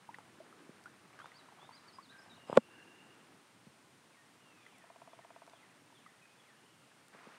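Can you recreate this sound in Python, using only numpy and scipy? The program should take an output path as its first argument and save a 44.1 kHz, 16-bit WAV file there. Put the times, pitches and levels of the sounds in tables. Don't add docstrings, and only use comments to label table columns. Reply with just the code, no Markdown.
import sys
import numpy as np
from scipy import signal
from scipy.fft import rfft, irfft
from scipy.io import wavfile

SR = 44100
rng = np.random.default_rng(int(sys.argv[2]) if len(sys.argv) > 2 else 0)


def to_wav(s):
    ch = np.atleast_2d(s).T
    pcm = np.round(np.clip(ch, -1, 1) * 32767)
    wavfile.write(sys.argv[1], SR, pcm.astype(np.int16))


N = 325458
TIME = np.arange(N) / SR


def from_db(db):
    return 10 ** (np.asarray(db) / 20)


def rms_one(x):
    return x / np.sqrt(np.mean(x ** 2) + 1e-20)


def add(out, start_s, sound):
    at = max(0, round(start_s * SR))
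    out[at:at + len(sound)] += sound[:max(0, N - at)]


def cut(x, side, hz, order=2):
    return signal.sosfilt(signal.butter(order, hz, side, fs=SR, output="sos"), x)


def drift(rate_hz):
    knots = rng.standard_normal(int(N / SR * rate_hz) + 2)
    return rms_one(np.interp(TIME * rate_hz, np.arange(len(knots)), knots))


def noise(spectrum, grain=1):
    hz, db = np.transpose(spectrum)
    bins_hz = np.maximum(np.arange(N // 2 + 1) * SR / N, 1)
    gain = from_db(np.interp(np.log(bins_hz), np.log(hz), db))
    return rms_one(irfft(rfft(rng.standard_normal(N) * grain) * gain, N))


def swells(rows, attack_s, release_s):
    power = 0
    for start_s, length_s, db in rows:
        attack = np.clip((TIME - start_s) / attack_s, 0, 1)
        release = np.exp(-np.maximum(TIME - start_s - length_s, 0) / release_s)
        power += (from_db(db) * attack * release) ** 2
    return np.sqrt(power)


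def ring(hz, t60_s, swell_cycles, octaves_per_s=0):
    t = TIME[:int(1.3 * t60_s * SR) + 8]
    phase = 2 * np.pi * np.cumsum(hz * 2 ** np.minimum(octaves_per_s * t, 1)) / SR
    onset = 1 - np.exp(-t * hz / swell_cycles)
    return np.sin(phase) * onset * from_db(-60 * t / t60_s)


def body(modes, swell_cycles, ring_share=1):
    out = np.zeros(SR // 5)
    for hz, db, t60_s in modes:
        mode = from_db(db) * ring(hz, t60_s * ring_share, swell_cycles)[:len(out)]
        out[:len(mode)] += mode
    return out


# freq_hz, level_db
AIR_SPECTRUM = [(30, -7), (60, -4.5), (85, 3), (115, 3), (200, -0.5), (300, -.5), (450, -11), (800, -24),
                (2000, -43)]
MURMUR_SPECTRUM = [(80, -18), (170, -5.5), (340, 1), (520, -9), (1200, -32), (5000, -70)]
HISS_SPECTRUM = [(80, -21), (300, 2.5), (1000, 2), (2000, -1), (3000, -3), (4500, -7), (6500, -9.5),
                 (8000, -9.5), (9400, -6), (10200, -15.5), (13000, -20), (15700, -26)]
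# start_s, length_s, level_db
MURMUR_SWELLS = [(0.27, 0.38, -65), (2.62, 0.47, -67)]

def pond_air():
    air = from_db(-67.5 - .5 * TIME + 2 * drift(20)) * noise(AIR_SPECTRUM)
    murmur = swells(MURMUR_SWELLS, attack_s=.11, release_s=.22) * noise(MURMUR_SPECTRUM)
    hiss = from_db(-66.5) * noise(HISS_SPECTRUM)
    return air + murmur + hiss


def woods(direct, wet_db, t60_s):
    t = TIME[:SR]
    tail = rng.standard_normal(SR) * from_db(-60 * t / t60_s) * (t > .02)
    return direct + from_db(wet_db) * signal.fftconvolve(direct, tail / np.linalg.norm(tail))[:N]


def whistle(length_s, pitches_hz, levels_db, waver, flutter_db):
    progress = np.linspace(0, 1, int(length_s * SR))
    hz = np.interp(progress, np.linspace(0, 1, len(pitches_hz)), pitches_hz)
    db = np.interp(progress, np.linspace(0, 1, len(levels_db)), levels_db)
    hz *= 1 + waver * drift(330)[:len(hz)]
    db += flutter_db * drift(90)[:len(db)]
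    envelope = np.abs(np.sin(np.pi * progress)) ** .35 * from_db(db)
    return envelope * np.sin(2 * np.pi * np.cumsum(hz) / SR)


# start_s, length_s, level_db
FAR_SLIDES = [(4.602, .26, -66.5), (5.101, .15, -67), (5.521, 0.16, -66.5), (5.944, .17, -65),
              (6.375, 0.16, -68)]
# start_s, length_s,
# start_hz, end_hz, level_db, hoarseness (share of the pitch)
FAINT_TONES = [(2.098, 0.14, 1640, 1540, -57.5, .03), (2.342, 0.21, 2900, 2795, -64.5, 0.019),
               (2.584, .62, 2745, 2800, -64.5, .026), (2.657, 0.355, 1630, 1650, -66, .05),
               (4.11, .065, 2700, 1946, -67.5, .015), (4.164, .1, 1890, 1782, -65, .012),
               (4.389, .32, 2950, 2240, -67, 0.006), (6.214, 0.066, 2530, 2480, -63.5, .008),
               (6.5, .45, 2900, 2870, -73, 0.034)]

def faint_whistles():
    out = np.zeros(N)
    slide_hz, slide_db = [3600, 3380, 2890, 2256, 1850, 1740], [1, 0, -8, 0, 2.5, 2]
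    for start_s, length_s, db in FAR_SLIDES:
        slide = whistle(length_s, slide_hz, slide_db, waver=.022, flutter_db=3.8)
        add(out, start_s, from_db(db) * slide)
    for start_s, length_s, start_hz, end_hz, db, hoarseness in FAINT_TONES:
        tone = whistle(length_s, [start_hz, end_hz], [0, 0, -1, -7], waver=hoarseness, flutter_db=3)
        add(out, start_s, from_db(db) * tone)
    return from_db(-2) * woods(out, wet_db=-4, t60_s=.8)


# start_s, length_s, pitch_hz, level_db, syllable
SONG = [(1.2, .085, 3520, -66.5, "rise"), (1.338, 0.078, 4480, -62, "hook"),
        (1.588, .089, 3560, -64.5, "rise"), (1.721, 0.072, 4620, -60, "hook"),
        (1.878, .036, 4423, -62.5, "fall"), (1.927, .057, 4920, -62.5, "sag"),
        (2.026, .042, 4300, -60.5, "fall"), (2.088, .04, 3918, -60.5, "rise"),
        (2.183, .025, 5000, -66, "sag"), (2.21, .037, 5303, -67, "sag"), (2.296, 0.052, 3750, -63, "sag"),
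        (2.348, 0.029, 4000, -64, "fall"), (2.465, .092, 4990, -69, "sag")]
SYLLABLE_BENDS = {"rise": [.88, 1, 1.06], "hook": [1.0, .99, 1.0, 1.02, 1.12, .97, .87, .86, .87], "fall":
                  [1.05, 1.03, .94, .78], "sag": [1.04, 1, .98]}

def warbler():
    out = np.zeros(N)
    for start_s, length_s, hz, db, syllable in SONG:
        pitches_hz = hz * np.array(SYLLABLE_BENDS[syllable])
        note = whistle(length_s, pitches_hz, [.5, -2.5], waver=.011, flutter_db=2.6)
        add(out, start_s, from_db(db) * note)
    return woods(out, wet_db=-9.5, t60_s=.45)


# pitch_hz, level_db, t60_s
THROAT_MODES = [(688, -1, 0.039), (945, 5.5, 0.012), (1150, -4, 0.0082), (2460, -9, 0.0093)]
# start_s, length_s, level_db
FROG_RATTLES = [(2.199, .29, -52), (4.84, .745, -44)]

def frog():
    gap_s, warm_up_s, lag_s = .0573, .0583, .0063
    out = np.zeros(N)
    pulse = body(THROAT_MODES, swell_cycles=1)
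    for start_s, length_s, db in FROG_RATTLES:
        for t in gap_s * np.arange(round(length_s / gap_s)):
            weakness = np.exp(-t / warm_up_s)
            pulse_db = db - 3 * weakness + .84 * rng.standard_normal()
            add(out, start_s + t + lag_s * (1 - weakness), from_db(pulse_db) * pulse)
    return out


# start_s, peak_db, brightness_hz
TACKLE_TICKS = [(0.185, -53, 9000), (0.839, -50, 9100), (4.783, -52.5, 11960), (5.466, -48, 7000),
                (5.497, -47, 4000), (7.083, -50.5, 12000)]

def tackle():
    out, t = np.zeros(N), TIME[:SR // 50]
    for start_s, db, brightness_hz in TACKLE_TICKS:
        burst = rng.standard_normal(len(t)) * np.exp(-t / .00147)
        crack = cut(burst, "lowpass", brightness_hz)
        add(out, start_s, from_db(db) * crack / np.abs(crack).max())
    return out


# freq_hz, level_db
SWISH_SPECTRUM = [(100, -26.5), (250, -5.5), (500, -8.5), (800, -6), (1250, -2.5), (2000, -7.5),
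                  (3500, -17.5), (6000, -24), (10000, -48)]
# start_s, length_s, level_db
WATER_SURGES = [(0, 1.22, -71.5), (1.1, 0.76, -69), (2.1, 0.22, -70.5), (2.65, 0.63, -71),
                (4.45, 1.2, -74.5), (7.125, .3, -63.5)]

def wash(bubble_count=1600, calm_db=-77):
    bubbles = np.zeros(N)
    for when, pitch, faintness in rng.random((bubble_count, 3)):
        hz = 700 * 4 ** pitch
        bubble = ring(hz, t60_s=9 / hz, swell_cycles=.95, octaves_per_s=19)
        add(bubbles, when * N / SR, from_db(-18 * faintness) * bubble)
    swish = noise(SWISH_SPECTRUM) * from_db(drift(25))
    stir = np.hypot(from_db(calm_db), swells(WATER_SURGES, attack_s=.0089, release_s=.16))
    return stir * (from_db(1.5) * swish + from_db(-2) * rms_one(bubbles))


def drip(db, hz, t60_s, usual_db=-42):
    t = TIME[:SR // 8]
    bright_noise = np.diff(rng.standard_normal(len(t) + 1))
    spray = cut(bright_noise, "lowpass", .52 * hz) * np.exp(-t / .016)
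    out = from_db(-14) * spray / np.abs(spray).max()
    climb = 12.8 * from_db(.9 * (db - usual_db))
    add(out, 0, ring(hz, t60_s, swell_cycles=.24, octaves_per_s=climb))
    return from_db(db) * out


# start_s, level_db, pitch_hz, t60_s
CLOSE_DRIPS = [(0.0905, -39.5, 870, 0.05), (0.1442, -37.5, 1860, 0.018), (0.1853, -36, 1150, 0.0075),
               (0.1872, -44.5, 820, .025), (0.403, -43.5, 607, 0.059), (0.5265, -47.5, 1250, 0.022),
               (0.858, -42, 1360, 0.057), (1.1902, -38, 1560, 0.01), (1.2435, -41.5, 900, .019),
               (1.258, -34.5, 1236, 0.0066), (1.318, -48, 1937, 0.023), (1.629, -42, 900, 0.011),
               (1.6917, -43.5, 1005, 0.018), (1.985, -42.5, 1020, 0.07), (4.6645, -44.5, 1970, 0.016),
               (6.063, -45, 1198, 0.03)]
# start_s, length_s, drops_per_s, level_db, pitch_hz
CLOSE_DRIBBLES = [(1.199, .026, 115, -43, 1250), (1.473, 0.25, 21, -47.5, 875),
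                  (5.904, .04, 50, -52.5, 902), (6.12, .9, 9, -59, 1600)]

def splashes():
    out = np.zeros(N)
    for start_s, db, hz, t60_s in CLOSE_DRIPS:
        add(out, start_s, drip(db, hz, t60_s))
    for start_s, length_s, drops_per_s, db, hz in CLOSE_DRIBBLES:
        for t in np.arange(0, length_s, 1 / drops_per_s):
            late, size, pitch = rng.standard_normal(3)
            drop = drip(db + 1.4 * size, hz * 2 ** (.158 * pitch), t60_s=.025)
            add(out, start_s + t + .2 * late / drops_per_s, drop)
    return out


def contact(blow, hz, q):
    warped_rate = .5 / np.tan(np.pi * hz / SR)
    return signal.lfilter(*signal.bilinear([1], [1, 1 / q, 1], warped_rate), blow)


# pitch_hz, level_db, t60_s
HULL_MODES = [(174.1, -21, .035), (226, -5, 0.034), (450, -15.5, 0.0084), (529.18, 3.5, .019),
              (857, -10.5, .022), (1015, -11.5, .016), (1100, -12, 0.017), (1367, -14.5, .017),
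              (1680, -20, 0.017), (2060, -21, 0.013), (2265, -22, .008), (3245, -24.5, 0.0098),
              (3478, -29.5, 0.015), (3950, -33, .006), (7400, -33, .004), (8900, -36.5, .004)]
# start_s, level_db, contact_hz, ring_share (of the free ring time)
HULL_KNOCKS = [(0.6925, -25.5, 300, 0.27), (2.4978, -16, 745, 0.27), (2.5282, -11, 1084, 0.2),
               (2.5613, -22, 449.8, 0.26), (2.5692, -12.5, 3510, 0.32), (2.5727, -1.5, 8370, 0.98),
               (2.5746, -10.5, 1500, 0.51), (3.668, -28.5, 210, 0.38), (7.1482, -38.5, 900, 0.38),
               (7.268, -36.5, 307, 0.86)]

def hull():
    knocks = np.zeros(N)
    for start_s, db, contact_hz, ring_share in HULL_KNOCKS:
        blow = body(HULL_MODES, swell_cycles=.77, ring_share=ring_share)
        add(knocks, start_s, from_db(db) * contact(blow, contact_hz, q=2.1))
    # time_s, level_db
    slide = [(2.44, -110), (2.475, -58.5), (2.505, -52), (2.548, -53.5), (2.57, -39.5), (2.582, -110)]
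    grit_spectrum = [(60, -32.5), (200, -4.5), (1000, .5), (1700, -11),
                     (3200, -12.5), (5700, -32), (8000, -21), (13000, -45)]
    grit = noise(grit_spectrum, grain=from_db(3 * drift(300)))
    scrape = from_db(np.interp(TIME, *np.transpose(slide))) * grit
    return cut(knocks + scrape, "highpass", hz=133)


def scene():
    surroundings = pond_air() + faint_whistles() + warbler() + frog()
    return (surroundings + tackle() + wash() + splashes() + hull())[None]


def record(dry):
    bass_hz, top_hz = 121, 15700
    thin = cut(dry, "highpass", bass_hz, order=4)
    return signal.sosfilt(signal.ellip(10, .1, 80, top_hz, fs=SR, output="sos"), thin)


dry = scene()
out = record(dry)
to_wav(out)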